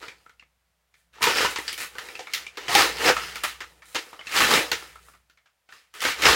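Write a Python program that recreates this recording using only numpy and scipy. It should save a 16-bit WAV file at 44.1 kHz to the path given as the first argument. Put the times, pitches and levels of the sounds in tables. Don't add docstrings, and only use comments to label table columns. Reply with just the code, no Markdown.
import sys
import numpy as np
from scipy import signal
from scipy.fft import rfft, irfft, next_fast_len
from scipy.io import wavfile
from scipy.ndimage import uniform_filter1d

SR = 44100
rng = np.random.default_rng(int(sys.argv[2]) if len(sys.argv) > 2 else 0)


def transcribe(u):
    v = np.clip(np.atleast_2d(u).T, -1, 1)
    q = np.round(v * 32767).astype(np.int16)
    wavfile.write(sys.argv[1], SR, q)


N = 280035

# f/Hz, level/dB
THUD_SPECTRUM = [(25, -39), (60, -9), (130, -16), (210, -15.5), (330, 0), (480, 7), (650, -4.5),
                 (1000, -3.5), (2500, -81.5)]
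CRACK_SPECTRUM = [(200, -39.5), (600, -8), (850, -11.5), (1300, -7), (1900, 5), (2800, 4.5), (4800, -3),
                  (7000, -8), (10000, -17.5), (16000, -35.5)]
FIZZ_SPECTRUM = [(1500, -67), (4500, -6.5), (7500, 5), (10000, 4.5), (13000, -1.5), (16000, -2.5)]
# f/Hz, width/Hz, level/dB
WALL_RESONANCES = [(255, 44, 0), (310, 57, -2.5), (500, 87, -5), (822, 270, 4), (1280, 263, 13),
                   (1780, 58, 1.5)]


def crumple(patches=12, peak_creases_per_s=1400, ring_db=-2, shifts_per_s=55, wet_db=6.5):
    flex_db, crinkle_db, slide_db = hands()
    rate = peak_creases_per_s * amp(.06 * (crinkle_db - crinkle_db.max()))
    kicks = buckles(rate, spread_db=6.5)
    pops = buckles(.3 * rate, spread_db=5.5)
    drives = [pops * amp(flex_db - 2.5), kicks * amp(crinkle_db - 5.0), kicks * amp(slide_db - 1.0)]
    shift = (np.arange(N) * shifts_per_s / SR).astype(int)
    strain = amp(9 * rng.standard_normal((shift[-1] + 1, patches))).cumsum(axis=1)
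    thresholds = strain / strain[:, -1:]
    active_patch = (rng.random(N)[:, None] > thresholds[shift]).sum(axis=1)
    thud, crack, fizz = click(THUD_SPECTRUM), click(CRACK_SPECTRUM), click(FIZZ_SPECTRUM)
    out, t = np.zeros(N), np.arange(SR // 200) / SR
    for patch, ring_hz in enumerate(np.geomspace(1180, 5100, patches)):
        path = amp(wet_db) * room()
        path[:len(t)] += unit_energy(rng.standard_normal(len(t)) * np.exp(-t / 0.00029))
        ring = amp(ring_db) * facet(ring_hz)
        ringing_crack = unit_energy(crack + np.pad(ring, (0, len(crack) - len(ring))))
        for voice, drive in zip([thud, ringing_crack, fizz], drives):
            response = unit_energy(signal.fftconvolve(voice, path))
            out += signal.oaconvolve(drive * (active_patch == patch), response)[:N]
    return out


def hands(swing_db=20, settle_db_per_s=61):
    # t/s at full effort, hold/s, crinkle/dB, rise/s, release/s, flex/dB, slide/dB
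    pulls = [(0.0, 0.053, -42.5, .05, 0.13, -9, -14.5), (0.206, 0.043, -65.5, 0.17, 0.19, -6, -5),
             (0.95, 0.041, -66.5, 0.045, 0.11, -21, -4.5), (1.134, 0.046, -47.5, 0.01, .1, -9.5, -16.5),
             (1.221, 0.073, -19.5, 0.015, 0.11, -18.5, -13.5),
             (1.357, 0.09, -17.5, 0.064, 0.05, -11.5, -14.5), (1.508, 0.0063, -26, 0.038, 0.024, -13, -10),
             (1.6, 0.13, -38.5, 0.11, .06, -15.5, -9), (1.792, 0.034, -27.5, 0.024, 0.043, -15.5, -8.5),
             (2.028, 0.046, -40, 0.22, 0.43, -7.5, -11), (2.346, 0.057, -37, 0.11, 0.093, -16, -14),
             (2.607, 0.089, -37.5, 0.093, 0.13, -8.5, -17), (2.698, 0.037, -20, 0.019, 0.14, -17, -13),
             (2.764, 0.039, -12.5, 0.065, 0.12, -9.5, -13), (3.057, 0.029, -12.5, 0.098, 0.019, -8, -14.5),
             (3.152, 0.079, -31, 0.036, 0.33, -17, -13.5), (3.461, 0.015, -31, 0.081, 0.098, -20, -12.5),
             (3.645, 0.029, -57.5, 0.25, 0.37, -2.5, -5.5), (3.862, 0.13, -51, 0.047, 0.073, -34, -3),
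             (3.997, 0.033, -45.5, 0.14, 0.38, -6.5, -9), (4.365, 0.058, -12.5, 0.072, 0.13, -18, -13.5),
             (4.512, 0.037, -13.5, 0.081, 0.11, -7.5, -12.5), (4.774, 0.017, -38.5, 0.26, 0.21, -14.5, -10),
             (5.048, 0.046, -57.5, 0.12, 0.099, -12, -1.5), (5.719, 0.0085, -46.5, 0.033, 0.14, -17, -11.5),
             (5.946, 0.031, -39, .012, 0.11, -15.5, -11.5), (6.039, 0.063, -20, 0.048, 0.037, -21, -13.5),
             (6.261, 0.056, -10, 0.079, 0.05, -11, -15.5)]
    # flex/dB, crinkle/dB, slide/dB
    settle_db = [-21.5, -22, -18]
    t = np.arange(0, N, 32) / SR
    power = np.zeros((3, len(t)))
    for at, hold, db, rise, release, flex_db, slide_db in pulls:
        before, after = np.maximum(at - t, 0), np.maximum(t - at - hold, 0)
        for voice, offset_db in enumerate([flex_db, 0, slide_db]):
            creep_db = settle_db[voice] - settle_db_per_s * after
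            fade_db = np.maximum(-swing_db * after / release, creep_db)
            power[voice] += amp(db + offset_db - swing_db * before / rise + fade_db) ** 2
    levels_db = 10 * np.log10(power + 1e-12)
    return curves(np.column_stack([t, *levels_db]))


def buckles(per_s, spread_db):
    sizes = amp(spread_db * np.minimum(rng.standard_exponential(N), 4))
    kicks = (rng.random(N) < per_s / SR) * sizes * rng.choice([-1, 1], N)
    power = np.abs(uniform_filter1d(kicks ** 2, size=1300))
    return kicks / np.sqrt(power + 1e-4)


def snaps(run_s=0.0016, ring_db=23.0, thud_db=23, crack_db=21.5, fizz_db=24, wet_db=3.5):
    # t/s, level/dB, ring f/Hz, ring/dB, mid-band tilt/(dB per octave), thud/dB, fizz/dB
    folds = [(0.026, -38.5, 1400, -7, -4.5, -8, -35), (0.081, -39.5, 2370, 5, 2.5, -10, -30),
             (0.261, -56.5, 1370, 11, -3, -7, -31), (0.294, -53, 1395, 4, -0.5, -22, -15),
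             (0.395, -54, 2700, 6.5, 1.5, -34, -21), (0.424, -60, 2130, 7.5, -6.5, -14, -30),
             (0.94, -58.5, 2380, 1, 2, -29, -19), (1.182, -47, 880, 3.5, -2, -15, -31),
             (1.207, -40, 950, 7.5, -5.5, -9, -23), (1.219, -31, 2840, -5, 0, -27, -20),
             (1.226, -20, 1000, -8, 5, -43, -6.5), (1.239, -20, 980, -1.5, 2, -22, -9),
             (1.268, -16.5, 907, 1, -1.5, -4.5, -24), (1.295, -29.5, 1810, -15, 1, -3.5, -18),
             (1.382, -24.5, 2670, -2.5, -1, -26, -20), (1.446, -23.5, 993, 4, 2, -19, -23),
             (1.559, -25.5, 940, -4, 1.5, -26, -21.5), (1.585, -37.5, 2040, 7, 1, 4.5, -0.5),
             (1.679, -27, 4870, -1.5, 2.5, -24, -34), (1.728, -32, 2250, -2, 8, -24, -2.5),
             (1.777, -35, 2500, -10, 3, -17, -3), (1.952, -43, 1500, 3, -2, 0, -27),
             (1.983, -31.5, 1900, -3, -1, -22, -12), (2.086, -43.5, 2380, 6, 0, -15, -6),
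             (2.152, -40.5, 2690, 7.5, 1.5, -14.5, -24), (2.191, -36.5, 730, -6.5, 3, -4, -28),
             (2.27, -40.5, 2250, 3, -3.5, -18, -24), (2.335, -24, 2420, -12.5, 5, -34, -7.5),
             (2.465, -38.5, 2340, 7, 9.5, -30, -23.5), (2.571, -35, 2300, -13.5, 0, -7.5, -12.5),
             (2.681, -27.5, 3050, -3, 1.5, -8, -21), (2.691, -32, 714, 4, 1, -5.5, -21),
             (2.75, -12, 818, -4, 5.5, -15, -8), (2.79, -18.5, 790, 0.5, 5, -18, -20),
             (3.086, -19, 1640, -9, -5.5, -17, -17.5), (3.096, -24.5, 498, -2.5, -1.5, -4, -21),
             (3.165, -24.5, 1320, -3.5, -2.5, -21, -29.5), (3.356, -31.5, 1450, -5, 0.5, -24, -8.5),
             (3.4352, -24, 1280, -15, -2, -18, -8.5), (3.604, -34, 2080, -11, -1, -13.5, -15),
             (3.82, -50, 2270, -7, -2, -18.5, -26), (3.946, -30.5, 1640, -7, 8.5, -3.5, -7),
             (3.953, -28, 1800, -21, 1.5, -10, -28), (4.13, -41.5, 1220, -3.5, -5, -12.5, -18.5),
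             (4.191, -42, 3000, -0.5, -6, -21.5, -25), (4.21, -48.5, 2140, 10.5, -2, -22.5, -27.5),
             (4.269, -34, 2660, 0, 3, -26.5, -18), (4.536, -24, 3770, 6, 10.5, -2.5, -16),
             (4.7151, -19, 1450, -6, 2, -11.5, -12), (4.823, -44.5, 1340, 3, -0.5, -0.5, -17),
             (4.956, -52, 1336, 10.5, -4.5, -9, -6.5), (5.084, -56, 1390, 5.5, -6, -17, -20),
             (5.136, -54.5, 1406, -9, -4.5, -13, -21), (5.297, -57.5, 1400, -1, 6, -20, -8),
             (5.373, -59.5, 2200, 1, -1, -33, -16), (5.458, -59.5, 1660, -7, -1, -26, -26),
             (5.689, -50, 1514, -5, -2.5, -16.5, -29.5), (5.723, -45, 1834, 3, 1.5, -46, -19),
             (5.939, -43.5, 1330, -5, 0, -23, -7.5), (6.004, -31, 2260, -6, 3.5, -36, -8),
             (6.017, -28.5, 1780, -12, 1, -11, -6.5), (6.05, -20.5, 1540, 0, 3, -5.5, -15),
             (6.22, -21.5, 1740, -10, 4, -43, -9.5), (6.252, -13.5, 5150, -6.5, -0.5, -13, -16),
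             (6.265, -23, 1750, 8, -1, -8, -21)]
    out, t = np.zeros(N + SR), np.arange(SR // 60) / SR
    for at, db, ring_hz, ring, tilt, thud, fizz in folds:
        rise = .0009 * amp(0.1 * (thud + 15))
        envelope = (1 - np.exp(-t / rise)) ** 2 * np.exp(-t / (run_s + rise))
        run = envelope * rng.standard_normal(len(t))
        spikes = run ** 3
        tilted = [(hz, level + tilt * np.log2(min(hz, 5000) / 2000) * (1.7 if hz < 1500 else 1))
                  for hz, level in CRACK_SPECTRUM]
        tail = amp(wet_db - 0.4243 * ring) * room()
        voices = [(click(THUD_SPECTRUM), run, thud + thud_db, 0),
                  (facet(ring_hz, decay_cycles=5.3), run, ring + ring_db, -3.0),
                  (click(tilted), run, crack_db, 0),
                  (click(FIZZ_SPECTRUM), spikes, fizz + fizz_db, -2.5)]
        for voice, force, voice_db, send_db in voices:
            direct = unit_energy(signal.fftconvolve(force, voice))
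            reverb = amp(send_db) * signal.fftconvolve(tail, voice)
            for sound in direct, reverb:
                out[round(at * SR):][:len(sound)] += amp(db + voice_db) * sound
    return out[:N]


def click(spectrum, size=2048):
    hz = np.fft.rfftfreq(size, 1 / SR)
    lift = 1 + sum(amp(db) / (1 + (2 * (hz - centre) / width) ** 2)
                   for centre, width, db in WALL_RESONANCES)
    cepstrum = irfft(np.log(amp(along(spectrum, hz)) * lift))
    cepstrum[1:size // 2] *= 2
    cepstrum[size // 2 + 1:] = 0
    return unit_energy(irfft(np.exp(rfft(cepstrum))))


def facet(hz, decay_cycles=3.8):
    # multiple of its ring frequency, level/dB
    modes = [(1.001, 1.5), (1.271, -11), (1.6, -11.5)]
    cycles = hz * np.arange(SR // 30) / SR
    partials = [amp(db) * np.sin(2 * np.pi * ratio * cycles) * np.exp(-ratio * cycles / decay_cycles)
                for ratio, db in modes]
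    return unit_energy(sum((-1) ** i * partial for i, partial in enumerate(partials)))


def cavity():
    # t/s at the peak, half length/s, level/dB
    booms = [(1.285, 0.023, -51), (3.07, 0.027, -36.5), (4.425, 0.053, -36.5), (4.541, 0.046, -32),
             (6.3, 0.05, -39.5)]
    # f/Hz, level/dB
    hollow_spectrum = [(50, -20.5), (110, -9), (170, -4.5), (280, 0), (380, -12.5), (700, -51)]
    t = np.arange(N) / SR
    swell = sum(amp(db) * np.exp(-((t - at) / half) ** 2) for at, half, db in booms)
    return swell * noise(hollow_spectrum)


def slide(hiss_db=-8):
    slide_db = hands()[2]
    return amp(slide_db + hiss_db) * noise(FIZZ_SPECTRUM)


def room(rise_s=0.0066):
    # f/Hz, t60/s
    decay_times = [(150, 0.19), (530, 0.14), (1400, 0.2), (3700, 0.2), (12000, 0.24)]
    # delay/s, level/dB relative to the tail
    echoes = [(.0045, -4.5), (0.0134, -3.5), (.025, -16), (.038, -5)]
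    hz, t, bands = signal.stft(rng.standard_normal(SR // 3), SR, nperseg=256)
    decay = amp(-60 * t / along(decay_times, hz)[:, None])
    tail = signal.istft(bands * decay, SR, nperseg=256)[1]
    t = np.arange(len(tail)) / SR
    bounces = sum(amp(db) * np.exp(-((t - delay * rng.uniform(.93, 1.2)) / 0.0039) ** 2)
                  for delay, db in echoes)
    return unit_energy(tail * (1 - np.exp(-t / rise_s) + bounces))


def background(mains_hz=60, hum_db=-1, rumble_db=-6, air_db=-75):
    # t/s, level/dB
    fader = [(0.0, -66.5), (0.92, -80), (1.4, -55), (2.28, -72), (2.42, -59), (2.58, -73), (2.74, -49),
             (3.15, -50), (4.19, -75), (4.44, -44.5), (4.6, -54.5), (5.11, -63), (5.53, -86.5), (6.1, -77),
             (6.31, -30), (6.35, -48)]
    # f/Hz, level/dB
    rumble_spectrum = [(25, -28), (60, -1.5), (120, -11), (170, -3.5), (220, -15.5), (600, -56.5),
                       (3000, -100)]
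    air_spectrum = [(25, 2), (90, 10.5), (170, -1.5), (330, -1), (550, 7.5), (2000, 5.5), (4500, 0),
                    (15500, -6)]
    hum = amp(hum_db) * unit_rms(np.sin(2 * np.pi * mains_hz * np.arange(N) / SR))
    rumble = amp(rumble_db) * noise(rumble_spectrum)
    air = amp(air_db) * noise(air_spectrum)
    return amp(curves(fader)[0]) * (hum + rumble) + air


def amp(db):
    return 10 ** (np.asarray(db) / 20)


def unit_rms(x):
    return x / np.sqrt(np.mean(x ** 2) + 1e-20)


def unit_energy(x):
    return x / np.linalg.norm(x)


def along(points, hz):
    f, values = np.transpose(points)
    return np.interp(np.log(hz + 1), np.log(f), values)


def curves(rows):
    times, *columns = np.transpose(rows)
    return [np.interp(np.arange(N) / SR, times, column) for column in columns]


def filtered(x, gain):
    size = next_fast_len(N + SR // 4)
    return irfft(rfft(x, size) * gain(np.fft.rfftfreq(size, 1 / SR)), size)[:N]


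def noise(spectrum):
    return unit_rms(filtered(rng.standard_normal(N), lambda hz: amp(along(spectrum, hz))))


def scene():
    return (crumple() + cavity() + slide() + snaps() + background())[None]


def record(dry, low_cut_hz=40, high_cut_hz=16000):
    rounded = dry[0] / (1 + np.abs(dry[0]) ** 6) ** (1 / 6)
    high_pass = lambda hz: hz ** 4 / (hz ** 4 + low_cut_hz ** 4)
    low_pass = lambda hz: .5 - .5 * np.tanh((hz - high_cut_hz) / 90)
    return filtered(rounded, lambda hz: high_pass(hz) * low_pass(hz))[None]


dry = scene()
out = record(dry)
transcribe(out)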